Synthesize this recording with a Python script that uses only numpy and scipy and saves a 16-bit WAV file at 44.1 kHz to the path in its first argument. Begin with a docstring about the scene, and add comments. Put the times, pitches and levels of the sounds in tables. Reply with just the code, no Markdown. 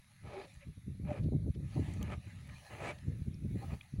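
"""Wind thumps and hollow snorts: a cow feeds with its head deep in a plastic bucket, in an open field.
It blows through its nostrils about every 0.8 s, in one or two puffs, coloured by the bucket's air.
Its muzzle rustles and clicks in the feed, and the halter scrapes the rim.
Gusts buffet the microphone over a faint hiss; a very high fizz swells four times."""
import sys
import numpy as np
from scipy import signal
from scipy.fft import rfft, irfft
from scipy.io import wavfile
from scipy.ndimage import uniform_filter1d

SR = 44100
rng = np.random.default_rng(int(sys.argv[2]) if len(sys.argv) > 2 else 0)


def store_wav(level_fs):
    """Save 16-bit WAV to argv[1]."""
    pcm = np.round(np.clip(np.atleast_2d(level_fs), -1, 1) * 32767)
    wavfile.write(sys.argv[1], SR, pcm.T.astype(np.int16))


N = 176400
TIME_S = np.arange(N) / SR
FREQ_HZ = np.fft.rfftfreq(N, 1 / SR)

# Nostril puffs. 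Each row: start, crest and end in seconds; level, swell to the crest, treble shelf
# and jet hiss in dB; rasp pitch in Hz, rasp gain in dB.
NOSTRIL_PUFFS = [(0.246, 0.33, 0.45, -51, 6.5, -6, -18, 2320, -13),
                 (1.051, 1.105, 1.194, -48.5, 12, -7.5, -27.5, 2370, -13),
                 (2.013, 2.01, 2.08, -53.5, 14, -1, -37, 2210, -10.5),
                 (2.079, 2.122, 2.14, -45, 14, 1.5, -30, 2340, -10.5),
                 (2.708, 2.733, 2.80, -52, 4, 2, -25, 2050, -13.5),
                 (2.808, 2.892, 2.913, -41, 3.5, 2, -23.5, 2230, -11),
                 (3.587, 3.632, 3.646, -50.5, 12.5, -20, -42, 2350, -29),
                 (3.70, 3.732, 3.742, -51, 5, -5, -24, 2410, -13)]
# Air leaving the nostrils. Each row: frequency in Hz, density in dB.
BREATH_SPECTRUM = [(100, -11), (300, -3), (480, -0.5), (850, -5), (1030, -10.5), (1250, -8), (1500, -15.5),
                   (1700, -12), (2600, -14), (3200, -21), (4300, -35.5), (5200, -38.5), (10000, -38),
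                   (16000, -70)]
# Air resonances of the bucket. Each row: frequency in Hz, width in Hz, lift in dB.
BUCKET_MODES = [(599, 28, 3.5), (800, 89, 4), (1293, 67, 3.5), (1705, 27, 7), (1850, 14, 0),
                (2280, 33, -0.5), (3350, 61, -2), (4030, 74, 4.5)]
# Tones blown in the bucket. Each row: centre and half length in seconds, pitch in Hz, level in dB.
BUCKET_HOOTS = [(0.35, 0.064, 592, -55), (0.37, 0.035, 810, -54), (0.38, 0.027, 386, -45),
                (.48, 0.025, 540, -68.5), (.632, 0.014, 565, -62.5), (1.108, 0.016, 595, -42),
                (1.115, 0.0076, 715, -44), (1.143, 0.012, 595, -47.5), (2.84, 0.039, 670, -52),
                (2.897, 0.016, 2295, -48.5), (3.635, 0.013, 785.2, -53)]
# Muzzle rubbing the feed. Each row: time in seconds, level in dB.
RUB_LEVELS = [(0, -71.5), (.5, -64), (.58, -68.5), (.95, -84), (1.22, -68.5), (1.45, -112), (1.6, -72.5),
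              (1.75, -59), (1.89, -63), (1.98, -61.5), (2.08, -63), (2.2, -67), (2.3, -62.5), (2.39, -65.5),
              (2.46, -63), (2.68, -59), (2.95, -62), (3.05, -68), (3.45, -74.5), (3.6, -62.5),
              (3.73, -60.5), (3.79, -65.5), (4, -71.5)]
# Feed rustle. Each row: frequency in Hz, density in dB.
FEED_SPECTRUM = [(200, -32), (430, -8.5), (570, 3.5), (870, 0), (1050, -5), (1300, -5), (1480, -11),
                 (1800, -0.5), (2500, -1.5), (3200, -11), (4100, -9.5), (5200, -16), (6600, -11.5),
                 (8300, -19.5), (10800, -11.5), (12500, -40), (15500, -23)]
# Wet clicks. Each row: centre in seconds, level in dB, pitch and width in Hz, half length in seconds.
MOUTH_CLICKS = [(0.543, -60.5, 7600, 1790, 0.0028), (0.627, -55, 2200, 900, 0.021),
                (1.241, -62, 3650, 2500, 0.0094), (1.55, -60, 3180, 3520, 0.0097),
                (1.938, -50.5, 8000, 3000, 0.0017), (2.0289, -43, 2980, 1000, 0.0014),
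                (2.029, -41.5, 6740, 1500, 0.00093), (2.0293, -44, 12400, 8000, 0.0006),
                (2.476, -59, 9000, 9000, .0015), (2.498, -49.5, 2210, 1190, 0.0023),
                (2.987, -54, 3180, 2500, 0.0033), (3.187, -66, 14000, 5000, 0.0012),
                (3.344, -54.5, 5330, 705, 0.003), (3.345, -60, 2150, 500, 0.0029),
                (3.812, -45, 2270, 685, 0.0024), (3.813, -46.5, 3080, 700, 0.003)]
# Halter on the rim. Each row: centre and half length in seconds, level in dB.
SCRAPE_SWELLS = [(1.885, 0.079, -58)]
# Rope friction. Each row: frequency in Hz, density in dB.
SCRAPE_SPECTRUM = [(300, -14), (800, 11.5), (1000, 3.5), (1500, -11), (2000, 5.5), (4200, -7), (5200, -15),
                   (7000, -11), (11000, -14), (12500, -34)]
# Gust strength. Each row: time in seconds, level in dB.
GUST_LEVELS = [(0.0, -69), (0.2, -62), (0.26, -43.5), (0.36, -61.5), (0.53, -59.5), (0.57, -57.5),
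               (0.63, -65), (0.68, -45), (0.7, -43.5), (0.75, -65), (0.78, -44), (0.81, -62), (0.89, -38.5),
               (0.98, -50), (1.04, -36.5), (1.12, -39.5), (1.16, -56), (1.19, -34.5), (1.285, -31),
               (1.31, -38.5), (1.35, -29.5), (1.39, -37), (1.5, -34.5), (1.53, -58.5), (1.56, -39),
               (1.67, -38.5), (1.69, -46.5), (1.752, -43), (1.765, -32), (1.8, -29.5), (1.87, -45),
               (1.89, -36), (1.93, -40.5), (2.02, -36), (2.19, -45), (2.23, -60), (2.27, -42), (2.31, -55),
               (2.36, -46.5), (2.47, -50.5), (2.51, -46), (2.68, -66), (2.74, -45.5), (2.77, -58),
               (2.81, -46.5), (3.01, -53), (3.09, -35), (3.17, -42.5), (3.22, -43), (3.25, -50.5),
               (3.27, -40.5), (3.4, -47), (3.45, -35), (3.5, -39), (3.56, -35), (3.63, -49.5), (3.65, -42),
               (3.74, -39), (3.8, -59.5), (3.91, -63), (3.93, -48.5), (4.0, -35.5)]
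# Wind rumble. Each row: frequency in Hz, density in dB.
RUMBLE_SPECTRUM = [(20, -32), (40, -9.5), (75, 1), (135, 1), (200, -8.5), (300, -24), (450, -44),
                   (800, -61), (2000, -111)]
# Rough edge of strong gusts. Each row: frequency in Hz, density in dB.
EDGE_SPECTRUM = [(60, -27.5), (160, 2.5), (260, 1.5), (400, -9.5), (600, -20), (900, -41), (1400, -60),
                 (3000, -87)]
# Hard gusts tearing at the microphone port. Each row: centre and half length in seconds, level in dB.
TEAR_SWELLS = [(1.332, 0.011, -59), (1.776, 0.012, -45)]
# Tearing noise at the port. Each row: frequency in Hz, density in dB.
TEAR_SPECTRUM = [(250, -29), (500, 0), (750, 6), (1100, -14), (1500, -33), (3000, -61)]
# Single eddies hitting the microphone. Each row: centre in seconds, level in dB, width in seconds.
EDDIES = [(0.575, -41.5, 0.0044), (0.672, -38, 0.0018), (0.685, -38, 0.0029), (.883, -32.5, 0.0015),
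          (1, -33, 0.0015), (1.119, -26, 0.0015), (1.262, -24.5, 0.0015), (1.287, -28, 0.0011),
          (1.323, -29, 0.00096), (1.364, -22.5, 0.0017), (1.504, -21, 0.0032), (1.765, -25, .0014),
          (1.795, -24.5, 0.0011), (2.18, -31.5, 0.0028), (3.085, -25, 0.0019), (3.221, -29.5, 0.003),
          (3.284, -24, 0.0026), (3.56, -31, 0.0012), (3.732, -29.5, 0.0023), (3.941, -30, 0.0019),
          (3.991, -29, 0.0032)]
# Swells of high fizz. Each row: centre and half length in seconds, level in dB.
FIZZ_SWELLS = [(1.88, .12, -78), (2.72, 0.18, -73), (3.2, 0.093, -81), (3.65, 0.2, -71.5)]
# Colour of the fizz. Each row: frequency in Hz, density in dB.
FIZZ_SPECTRUM = [(2000, -21), (4000, -6), (7000, 0), (11000, 12), (13000, 0), (15500, 12)]
# Background hiss. Each row: frequency in Hz, density in dB.
HISS_SPECTRUM = [(30, 11), (120, 8), (350, -22.5), (700, -6), (1400, -3), (2300, 1.5), (3000, -9),
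                 (3800, 0.5), (5100, -10.5), (6200, -6.5), (8000, -15.5), (9500, -3.5), (10800, -0.5),
                 (11500, -4.5), (12300, -30), (16000, -17.5)]


def nostril_puffs(rise_s=0.0086, release_s=0.0089, sag_db=2.5, brighten_db=4, flutter_hz=69.6):
    """Fluttering, rasping breath swells, sags and stops; it brightens as the nostrils narrow."""
    out = np.zeros(N)
    air = colour(BREATH_SPECTRUM) * bucket_gain()
    treble = FREQ_HZ ** 2 / (FREQ_HZ ** 2 + 1420 ** 2)
    spray = amp(-62) * noise(band(hz=7300, width_hz=6500) ** 2)
    rattle = unit(np.exp(0.23 * noise(band(hz=170, width_hz=170))))
    for start_s, crest_s, end_s, db, swell_db, treble_db, jet_db, rasp_hz, rasp_db in NOSTRIL_PUFFS:
        flow = amp(db + np.interp(TIME_S, [start_s, crest_s, end_s], [-swell_db, 0, -sag_db]))
        flow *= np.exp(-np.maximum(start_s - TIME_S, 0) / rise_s)
        flow *= np.exp(-np.maximum(TIME_S - end_s, 0) / release_s)
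        narrowing = amp(brighten_db * np.interp(TIME_S, [start_s, end_s], [-0.5, 0.5]))
        rush = noise(air * amp(treble_db * treble))
        top = filtered(rush, treble)
        rasp = amp(rasp_db) * noise(band(rasp_hz, width_hz=370) * air)
        jet = amp(jet_db) * noise(band(hz=4070, width_hz=2900) ** 2)
        out += flow * (rush - top + rattle * (narrowing * top + rasp) + narrowing ** 2 * jet)
        out += spray * (flow / amp(-41)) ** 2  # mainly on hard puffs
    flutter = np.exp(0.21 * noise(band(0, 2 * flutter_hz)))
    return out * flutter


def bucket_gain():
    """Air modes of the bucket, as gain per frequency."""
    return amp(sum(lift_db * band(hz, width_hz) for hz, width_hz, lift_db in BUCKET_MODES))


def bucket_echo(x, t60_s=0.12, wet=0.3):
    """Close echoes between the walls add a short hollow tail."""
    time_s = TIME_S[:SR // 4]
    tail = rng.standard_normal(len(time_s)) * amp(-60 * time_s / t60_s)
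    echo = signal.fftconvolve(x, tail / np.linalg.norm(tail))[:N]
    return (x + wet * echo) / np.hypot(1, wet)


def bucket_hoots(waver_depth_hz=13, waver_rate_hz=55):
    """Air blown past the rim sounds brief wavering tones, as over a bottle."""
    out = np.zeros(N)
    slow = band(0, 2 * waver_rate_hz)
    for centre_s, half_s, hz, db in BUCKET_HOOTS:
        pitch_hz = hz + waver_depth_hz * noise(slow ** 2)
        roughness = np.exp(0.25 * noise(slow))
        tone = np.sqrt(2) * np.sin(2 * np.pi * np.cumsum(pitch_hz) / SR)
        out += amp(db) * bell(centre_s, half_s) * roughness * tone
    return out


def feed_rustle(body_hz=1130, firm_db=-60):
    """The muzzle rubs through crumbs; firm rubbing brings out the bucket's low body."""
    friction = grainy(patchy(rng.standard_normal(N), depth_db=4.5))
    rustle = unit(filtered(friction, colour(FEED_SPECTRUM) * bucket_gain() ** 0.99))
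    body = filtered(rustle, 1 / (1 + (FREQ_HZ / body_hz) ** 8))
    force = level(RUB_LEVELS)
    firmness = np.minimum(force / amp(firm_db), 1)
    return force * (rustle - body + firmness * body)


def mouth_clicks():
    """Short wet smacks of tongue and lips."""
    return sum(amp(db) / 2 * bell(centre_s, half_s) * noise(band(hz, width_hz))
               for centre_s, db, hz, width_hz, half_s in MOUTH_CLICKS)


def halter_scrape():
    """Rope drags over the rim: broad, grainy friction."""
    friction = grainy(noise(1))
    return swells(SCRAPE_SWELLS) * unit(filtered(friction, colour(SCRAPE_SPECTRUM)))


def wind(strong_gust_db=-33.5, edge_growth=1.495, lump_hz=31, low_cut_hz=37):
    """Turbulence at the microphone: rumble, a lumpy edge in gusts, tearing and single eddies."""
    gust = level(GUST_LEVELS)
    out = amp(-0.9) * gust * steadied(noise(colour(RUMBLE_SPECTRUM)))
    edge = steadied(noise(colour(EDGE_SPECTRUM)))
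    lumps = np.exp(0.43 * noise(band(0, 2 * lump_hz)))
    out += amp(-44) * (gust / amp(strong_gust_db)) ** edge_growth * unit(edge * lumps)
    out += swells(TEAR_SWELLS) * noise(colour(TEAR_SPECTRUM))
    for centre_s, db, width_s in EDDIES:
        offset = (TIME_S - centre_s) / (2 * width_s)
        out += amp(db) * np.real((1 + 1j * offset) ** -4)  # pressure peak between two dips
    return filtered(out, FREQ_HZ ** 4 / (FREQ_HZ ** 4 + low_cut_hz ** 4))


def treble_fizz():
    """Faint, very high fizz of dense tiny ticks, swelling four times."""
    fizz = ticks(per_s=1500, spread_db=1.5)
    return swells(FIZZ_SWELLS) * unit(filtered(fizz, colour(FIZZ_SPECTRUM)))


def background_hiss(level_db=-71):
    """Faint hiss with a slight random flicker in tone colour."""
    return amp(level_db) * patchy(noise(colour(HISS_SPECTRUM)), depth_db=2.8)


def amp(db):
    """Decibels to gain."""
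    return 10 ** (np.asarray(db) / 20)


def unit(x):
    """Scales to rms 1."""
    return x / np.sqrt(np.mean(x ** 2) + 1e-20)


def colour(spectrum):
    """Spectrum table to gain per frequency."""
    hz, db = np.transpose(spectrum)
    return amp(np.interp(np.log(FREQ_HZ + 1), np.log(hz), db))


def band(hz, width_hz):
    """One resonance, as gain per frequency."""
    return 1 / (1 + ((FREQ_HZ - hz) / (width_hz / 2)) ** 2)


def filtered(x, gain):
    """Applies a gain per frequency."""
    return irfft(rfft(x) * gain, N)


def noise(gain):
    """Shaped noise of rms 1."""
    return unit(filtered(rng.standard_normal(N), gain))


def level(points):
    """Level table to gain per sample."""
    return amp(np.interp(TIME_S, *np.transpose(points)))


def bell(centre_s, half_s):
    """Gaussian envelope of peak 1."""
    return np.exp(-((TIME_S - centre_s) / half_s) ** 2)


def swells(rows):
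    """Sum of bell envelopes."""
    return sum(amp(db) * bell(centre_s, half_s) for centre_s, half_s, db in rows)


def ticks(per_s, spread_db):
    """Random ticks, most small, a few large."""
    hits = rng.random(N) < per_s / SR
    signs = rng.choice([-1, 1], N)
    sizes = amp(spread_db * np.minimum(rng.exponential(1, N), 4))
    return unit(hits * signs * sizes)


def grainy(x):
    """Adds crumb-like ticks to friction noise."""
    return x + 0.37 * ticks(per_s=220, spread_db=5.5)


def steadied(x, share=0.85, window_samples=800):
    """Takes a share of the chance swells out of a noise."""
    power = uniform_filter1d(x ** 2, window_samples)
    power = abs(uniform_filter1d(power, window_samples)) + 1e-9
    return unit(x / power ** (share / 2))


def patchy(x, depth_db, even_above_hz=10200):
    """Random spectral drift in patches of about 60 ms by 350 Hz, fading out in the top treble."""
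    hz, _, frames = signal.stft(x, SR, nperseg=1024, noverlap=768)
    drift = uniform_filter1d(rng.standard_normal(frames.shape), size=10, axis=1)
    patches = unit(uniform_filter1d(drift, size=8, axis=0))
    gain_db = depth_db * patches / (1 + (hz[:, None] / even_above_hz) ** 4)
    _, out = signal.istft(frames * amp(gain_db), nperseg=1024, noverlap=768)
    return unit(out[:N])


def scene():
    """Cow, wind, fizz and hiss in mono."""
    gusts = wind()
    cow = bucket_echo(nostril_puffs() + feed_rustle()) + bucket_hoots() + mouth_clicks()
    return (cow + treble_fizz() + halter_scrape() + gusts + background_hiss())[None]


def record(dry):
    """Band limit at 15.9 kHz."""
    lowpass = signal.firwin(511, 15900, window=("kaiser", 9), fs=SR)
    return signal.oaconvolve(dry, lowpass[None], "same")


dry = scene()
out = record(dry)
store_wav(out)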